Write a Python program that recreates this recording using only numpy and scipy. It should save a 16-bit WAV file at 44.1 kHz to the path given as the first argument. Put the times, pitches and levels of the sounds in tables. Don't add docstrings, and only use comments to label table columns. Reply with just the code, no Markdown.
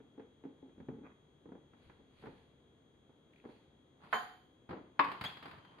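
import sys
import numpy as np
from scipy import signal
from scipy.fft import rfft, irfft
from scipy.io import wavfile
from scipy.ndimage import uniform_filter1d

SR = 44100
rng = np.random.default_rng(int(sys.argv[2]) if len(sys.argv) > 2 else 0)


def bounce(signal):
    frames = np.transpose(np.atleast_2d(signal))
    limited = np.clip(frames, -1, 1)
    pcm = np.round(limited * 32767).astype(np.int16)
    wavfile.write(sys.argv[1], SR, pcm)


N = 255780
EVENT_SAMPLES = 24576
HZ = np.fft.rfftfreq(EVENT_SAMPLES, 1 / SR)
AGE_S = np.arange(EVENT_SAMPLES) / SR
TIME_S = np.arange(N) / SR
BAND_EDGE_HZ = 15700

# freq_hz, relative_db
FLOOR_SHAPE = [(25, -29), (70, -6.5), (115, -8), (144, -3), (175, -8.5), (260, -5.5), (450, -9.5),
               (640, -17), (1100, -21.5), (2700, -31), (3700, -30), (5400, -49), (10200, -45),
               (12500, -59.5)]
# freq_hz, level_db (before waver and pan)
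WHINE_LINES = [(3289, -82), (3343, -89.5), (3736, -96.5), (3784, -97.5), (3883, -97.5), (6503, -93),
               (7020, -104)]
# freq_hz, side_to_mid_db
STEREO_WIDTH = [(60, -12.5), (150, -14.5), (300, -12.5), (600, -4), (1200, -1), (15000, -0.5)]
# freq_hz, t60_s
ROOM_DECAY = [(100, 0.43), (400, 0.48), (1200, 0.46), (4000, 0.56), (12000, 0.4)]

# peak_s, level_db (dry, at the peak), length_s
BRUSH_STROKES = [(1.84, -73, 0.38), (2.22, -69, 0.5), (2.37, -75, 0.24), (3.37, -77.5, 0.2),
                 (3.515, -71, 0.33), (4.125, -61.5, 0.17)]
# peak_s, level_db, length_s
STRAIN_STROKES = [(1.89, -64, 0.45), (2.26, -63, 0.38)]
# peak_s, level_db, length_s
RASP_STROKES = [(1.06, -54, 0.07), (1.105, -66, 0.08)]
# peak_s, level_db, length_s
SLIDE_STROKES = [(4.043, -57, 0.14), (5.09, -51, 0.3), (5.255, -46.5, 0.12), (5.47, -52, 0.27),
                 (5.72, -64, 0.6)]
# freq_hz, relative_db
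CLOTH_SHAPE = [(60, -4), (300, -1.5), (900, -3.5), (2200, -1.5), (4400, -5.5), (5800, -30.5),
               (11000, -19), (13000, -37)]
COUNTER_SHAPE = [(25, -12.5), (50, -5.5), (90, 1), (150, -9.5), (300, -22.5), (1000, -50), (5000, -78)]
RUBBER_SHAPE = [(80, -1), (300, 2.5), (650, -3.5), (1150, 1.5), (1900, -5.5), (2600, -8.5),
                (2950, -31), (6000, -47)]
GRIT_SHAPE = [(50, -12.5), (150, 6), (500, -3), (1000, 6), (2000, -5.5), (4500, -16), (5800, -37),
              (10500, -30.5), (15000, -46)]
SWELL_SHARE, STROKE_DROP_DB = 0.35, 21

# start_s, length_s, level_db, mid_pitch_hz, upward_glide_hz
SQUEAKS = [(5.241, 0.046, -37.5, 3285, 200), (5.32, 0.04, -63, 3310, 0), (5.42, 0.05, -60, 3170, 0),
           (5.54, 0.26, -69, 3175, 0)]
# start_s, strength_db, thud_db, hardness_db
TAP_EVENTS = [(4.69, -2.5, 3, -12), (4.705, 3, -2, -15), (4.727, 8, -18, -25), (4.768, -6, -2, -18),
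              (5.043, -2, -9, -1), (5.117, -4.5, -15, 0), (5.212, -6, 10.5, 6), (5.24, -11, 10, 12),
              (5.247, -11.5, 2, 11), (5.37, -15, -9, 3), (5.427, -12.5, -4, 1.5), (5.456, -7, -10, -2.5),
              (5.512, -16, 11, 2.5), (5.58, -17, 7.5, -4), (5.649, -20.5, -6, -0.5), (5.785, -19, -2, -2.5)]
# start_s, strength_db, thud_db, hardness_db
KNOCK_EVENTS = [(0.003, -10, -4, -5), (0.179, -1.5, -21, -16), (0.197, -3.5, -11, -4), (0.438, -5, -12, -6),
                (0.452, 0.5, -11, -15), (0.491, -9, -15, -15), (0.627, -3.5, -16, -23),
                (0.654, -11.5, -1, -23), (0.694, -18, -3, -1), (0.78, -11.5, 3.5, -8),
                (0.802, -6.5, 10, -3), (0.886, 6, 2.5, -12), (0.937, -5, 2, -16), (0.985, -8.5, -1, -13),
                (1.013, -7.5, 4, -20), (1.036, -8, -5, -10), (1.457, -5, -4, -16), (1.49, -8, 3, -15),
                (1.52, -4.5, -2, -10), (1.553, -7, -3, -12), (1.735, -19.5, 7, 8), (1.898, -16, 3, 10),
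                (1.999, -17, 1, -8), (2.226, -20, 13, 12), (2.238, -4, -3.5, -5.5), (2.258, -7.5, -7.5, 6),
                (2.27, -4.5, 4, -1), (3.094, -14, -11, -13), (3.441, -11.5, -6.5, -4),
                (3.453, -1.5, -3.5, -9.5), (3.49, -10.5, 0, -5)]
# start_s, strength_db
CREAK_EVENTS = [(3.335, -24), (3.36, -24), (3.383, -28), (3.4, -24)]

# freq_hz, colour_db
TAP_COLOUR = [(40, -17), (80, -1), (150, 1), (300, 0.5), (600, -6), (1000, -5), (2000, -5), (3500, -11.5),
              (4800, -15), (5700, -42.5), (7000, -35.5), (11000, -34), (15000, -38)]
LANDING_COLOUR = [(45, -13), (100, -2), (280, 8), (720, 10), (1080, 27.5), (1280, 15), (1900, 13),
                  (2500, 8), (3700, -4.5), (4900, -9.5), (5900, -33), (7600, -31.5), (11000, -34.5),
                  (15000, -52)]
CLINK_COLOUR = [(60, -31), (210, 4), (340, -4.5), (440, 6), (580, 6), (780, 11.5), (1050, 13.5), (1650, 14),
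                (2500, -0.5), (4700, -15.5), (5600, -41), (8300, -43), (11000, -27), (15000, -53)]
KNOCK_COLOUR = [(40, -22), (80, -10.5), (150, -3), (265, 4.5), (350, -1.5), (450, 1.5), (640, -13),
                (850, -8.5), (1100, -15), (1600, -15), (2400, -22.5), (3200, -31), (5000, -46),
                (9000, -60.5)]
CREAK_COLOUR = [(100, -37), (1600, -21), (2100, -4), (2500, -4), (3100, -18), (6000, -45)]
# freq_hz, colour_db
SHIMMER_COLOUR = [(2000, -52), (3300, -10), (4700, -10), (5500, -40), (6250, -33), (6400, -16), (6600, -37),
                  (6920, -6.5), (7400, -44), (9400, -28.5), (10900, -15.5), (12400, -42), (13650, -14),
                  (14400, -55)]
TONE_ANCHORS_HZ = [130, 350, 1000, 2500, 9000]

# freq_hz, level_db (before strength), t60_s
GLASS_MODES = [(440, -44, .3), (712, -42, 0.45), (741, -44, 0.59), (829.6, -38, 0.36), (1051, -31.5, 0.23),
               (1142, -46.5, 0.19), (1238, -55.5, .4), (1405, -47, .19), (1480, -42, 0.21),
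               (1520, -46, .24), (1602, -45, .19), (1862, -47, 0.36), (2270, -50, .19), (3090, -44, 0.38),
               (3140, -50, 0.43), (5860, -73, .15), (6390, -60, 0.33), (6900, -67, .3), (6900, -69, 0.41),
               (13140, -71, .28), (13630, -67, .27), (13770, -71, .27)]
TRAY_MODES = [(285.6, -36.5, 0.31), (503, -46, 0.3), (887, -50, 0.47), (1000, -43.5, 0.34),
              (1060, -36, .18), (1137, -39, 0.21), (1474, -46, 0.37), (1701, -42, 0.37), (1810, -47, 0.42),
              (1970, -41, 0.19), (2530, -41.5, 0.29), (2580, -42, .2), (3590, -46, .19)]
HOUSING_MODES = [(143.6, -63.5, .2), (270.7, -47.5, 0.22), (443, -57, 0.23), (737, -69.5, .2),
                 (832, -64.5, .18)]

# begin_s, end_s
TIGHTENING_S = (0.85, 1.55)
CLACK_DB, HOUSING_DB = (-2.2, 4.5), (2.2, -7.5)
TAP_CLACK_DB, CLACK_PER_DB, TICK_PER_DB = 6, 0.52, 1.45


def amp(db):
    return 10 ** (np.asarray(db) / 20)


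def unit(x):
    return x / np.sqrt(np.mean(x ** 2) + 1e-20)


def read(points, hz):
    point_hz, value = np.transpose(points)
    return np.interp(np.log(hz + 1), np.log(point_hz), value)


def add(mix, start_s, sound):
    part = mix[:, round(start_s * SR):][:, :sound.shape[1]]
    part += sound[:, :part.shape[1]]


def pan(left_db):
    return amp(np.array([[1], [-1]]) * left_db / 2)


def spread(pair):
    size = pair.shape[1]
    mid, side = rfft(pair)
    width = amp(read(STEREO_WIDTH, np.fft.rfftfreq(size, 1 / SR)))
    left_right = np.array([mid + width * side, mid - width * side])
    return irfft(left_right / np.sqrt(1 + width ** 2), size)


def tinted(pair, shape):
    gain = amp(read(shape, np.fft.rfftfreq(N, 1 / SR)))
    return unit(irfft(rfft(spread(pair)) * gain, N))


def room_tail():
    noise = spread(rng.standard_normal((2, EVENT_SAMPLES)))
    hz, time_s, bands = signal.stft(noise, SR, nperseg=256)
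    decay = amp(-60 * time_s / read(ROOM_DECAY, hz)[:, None])
    tail = signal.istft(bands * decay, SR, nperseg=256)[1][:, :EVENT_SAMPLES]
    onset = 1 - np.exp(-(AGE_S / 0.01) ** 2)
    return unit(tail * onset) / np.sqrt(EVENT_SAMPLES)


def in_room(x, wet_db):
    wet = signal.fftconvolve(x, room_tail(), axes=1)[:, :x.shape[1]]
    return x + amp(wet_db) * wet


def blow(colour_db, t60_s, wet_db, crack_db, rise_s=0.00054):
    burst = spread(rng.standard_normal((2, EVENT_SAMPLES)))
    burst = burst * amp(-60 * AGE_S / max(t60_s, .005)) * (1 - np.exp(-AGE_S / rise_s))
    raw = unit(burst) / np.sqrt(EVENT_SAMPLES) + amp(wet_db) * room_tail()
    spectrum = rfft(raw) + amp(crack_db)
    bins = np.arange(len(HZ))
    total = np.cumsum(np.mean(abs(spectrum) ** 2, 0))
    low = np.maximum(bins - bins // 9 - 25, 0)
    high = np.minimum(bins + bins // 9 + 25, bins[-1])
    band_rms = np.sqrt((total[high] - total[low]) / (high - low))
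    log_gain = np.log(amp(colour_db) / band_rms)
    causal = np.exp(np.conj(signal.hilbert(np.r_[log_gain, log_gain[-2:0:-1]])))
    return irfft(spectrum * causal[:len(HZ)])


def ring(modes, build_s):
    hz, level_db, t60_s = np.transpose(modes)[:, :, None]
    apart_rad = amp(read(STEREO_WIDTH, hz)) * rng.uniform(-1.52, 1.66, (2, len(modes), 1))
    phase_rad = 2 * np.pi * (hz * AGE_S + rng.random(hz.shape)) + apart_rad
    partials = amp(level_db - 60 * AGE_S / t60_s) * np.sin(phase_rad)
    return partials.sum(1) * (1 - np.exp(-AGE_S / build_s))


def tone(strength_db, thud_db, *upper_db):
    shape = [thud_db, 0, *upper_db]
    return strength_db + read(list(zip(TONE_ANCHORS_HZ, shape)), HZ)


def strokes(rows):
    gain = np.zeros(N)
    for peak_s, level_db, length_s in rows:
        before, after = (peak_s - TIME_S) / SWELL_SHARE, (TIME_S - peak_s) / (1 - SWELL_SHARE)
        away = np.maximum(before, after) / length_s
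        gain = np.hypot(gain, amp(level_db - STROKE_DROP_DB * away))
    return gain


def friction(rows, shape, slips_per_s, uneven_db, wet_db):
    size = amp(uneven_db * np.minimum(rng.exponential(1, N), 4))
    size = size * (rng.random(N) < slips_per_s / SR)
    slips = tinted(size * rng.standard_normal((2, N)), shape)
    return in_room(slips * strokes(rows), wet_db)


def room_noise(level_db=-67, left_db=2):
    return amp(level_db) * tinted(rng.standard_normal((2, N)), FLOOR_SHAPE) * pan(left_db)


def electrical_whine(waver=0.13, sideband_db=-99, mains_hz=49.6, left_db=4):
    out, knots_s = np.zeros((2, N)), np.linspace(0, N / SR, 120)
    sidebands = [(WHINE_LINES[0][0] + k * mains_hz, sideband_db) for k in (-4, -3, -2, -1, 2, 3, 5, 6)]
    for hz, level_db in [*WHINE_LINES, *sidebands]:
        knots = rng.standard_normal(len(knots_s)) + 1j * rng.standard_normal(len(knots_s))
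        drift = np.interp(TIME_S, knots_s, knots)
        carrier = np.exp(2j * np.pi * (hz * TIME_S + rng.random()))
        line = np.sqrt(2) * amp(level_db) * (1 + waver * drift) * carrier
        out += np.array([line.real, line.imag])
    return out * pan(left_db)


def hands():
    return friction(BRUSH_STROKES, CLOTH_SHAPE, slips_per_s=5000, uneven_db=2, wet_db=-4)


def strain():
    return friction(STRAIN_STROKES, COUNTER_SHAPE, slips_per_s=400, uneven_db=1.5, wet_db=-9)


def seal_rasp():
    return friction(RASP_STROKES, RUBBER_SHAPE, slips_per_s=1000, uneven_db=1.5, wet_db=-10)


def sliding():
    return friction(SLIDE_STROKES, GRIT_SHAPE, slips_per_s=2500, uneven_db=1.5, wet_db=-5)


def squeak(jitter=0.026, harmonics_db=(0, -26, -40, -38), left_db=3):
    out = np.zeros((2, N))
    for start_s, length_s, level_db, mid_hz, glide_hz in SQUEAKS:
        progress = np.minimum(AGE_S / length_s, 1)
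        wobble = unit(uniform_filter1d(rng.standard_normal(EVENT_SAMPLES), size=55))
        pitch_hz = (mid_hz + glide_hz * (progress - .5)) * (1 + jitter * wobble)
        phase_rad = 2 * np.pi * np.cumsum(pitch_hz) / SR
        partials = sum(amp(db) * np.sin((k + 1) * phase_rad) for k, db in enumerate(harmonics_db))
        swell = np.sin(np.pi * progress) ** 2
        add(out, start_s, partials * amp(level_db) * swell * pan(left_db))
    return in_room(out, wet_db=-8.5)


def taps(t60_s=0.057, wet_db=-4, crack_db=-7.5, soft_rise_s=.006, glass_db=-25, left_db=1.2):
    out, glass = np.zeros((2, N)), ring(GLASS_MODES, build_s=0.0044)
    for start_s, strength_db, thud_db, hardness_db in TAP_EVENTS:
        clack_db = TAP_CLACK_DB + CLACK_PER_DB * hardness_db
        tick_db = TICK_PER_DB * hardness_db
        dull = np.clip(-tick_db / 20, .1, 1)
        colour_db = read(TAP_COLOUR, HZ) + tone(strength_db, thud_db, clack_db, hardness_db, tick_db)
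        tap = blow(colour_db, t60_s, wet_db, crack_db - 16 * dull, rise_s=soft_rise_s * dull)
        add(out, start_s, tap + amp(glass_db + strength_db + hardness_db) * glass)
    return out * pan(left_db)


def landing(start_s=4.993, left_db=4.0, direct_s=0.032):
    out = np.zeros((2, N))
    hit = blow(read(LANDING_COLOUR, HZ), t60_s=0.057, wet_db=-7.5, crack_db=-13.5, rise_s=0.0012)
    hit = hit + ring(TRAY_MODES, build_s=0.0053)
    add(out, start_s, hit * pan(left_db * np.exp(-AGE_S / direct_s)))
    return out


def clink(start_s=4.128, left_db=-0.6):
    out = np.zeros((2, N))
    strike = blow(read(CLINK_COLOUR, HZ), t60_s=0.12, wet_db=-5, crack_db=-9, rise_s=0.00033)
    shimmer = blow(read(SHIMMER_COLOUR, HZ), t60_s=0.72, wet_db=7, crack_db=-20, rise_s=.004)
    glass = in_room(ring(GLASS_MODES, build_s=0.005), wet_db=-7)
    add(out, start_s, strike + shimmer + glass)
    return out * pan(left_db)


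def creaks():
    out = np.zeros((2, N))
    for start_s, strength_db in CREAK_EVENTS:
        add(out, start_s, blow(read(CREAK_COLOUR, HZ) + strength_db, t60_s=.016, wet_db=-9, crack_db=-6))
    return out


def knocks():
    out = np.zeros((2, N))
    for start_s, strength_db, thud_db, hardness_db in KNOCK_EVENTS:
        clack_db = np.interp(start_s, TIGHTENING_S, CLACK_DB) + CLACK_PER_DB * hardness_db
        housing_db = np.interp(start_s, TIGHTENING_S, HOUSING_DB)
        colour_db = read(KNOCK_COLOUR, HZ) + tone(strength_db, thud_db, clack_db, hardness_db)
        knock = blow(colour_db, t60_s=0.063, wet_db=-4, crack_db=-7)
        housing = amp(strength_db + housing_db) * ring(HOUSING_MODES, build_s=0.0022)
        add(out, start_s, knock + housing)
    return out * 1.0


def holder(left_db=0.3):
    return (knocks() + creaks()) * pan(left_db)


def scene():
    background = room_noise() + electrical_whine()
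    rubbing = hands() + strain() + seal_rasp() + sliding()
    cups = squeak() + taps() + landing() + clink()
    return background + rubbing + cups + holder()


def record(dry):
    lowpass = signal.firwin(511, BAND_EDGE_HZ, window=("kaiser", 9), fs=SR)
    return signal.oaconvolve(dry, lowpass[None], "same")


dry = scene()
out = record(dry)
bounce(out)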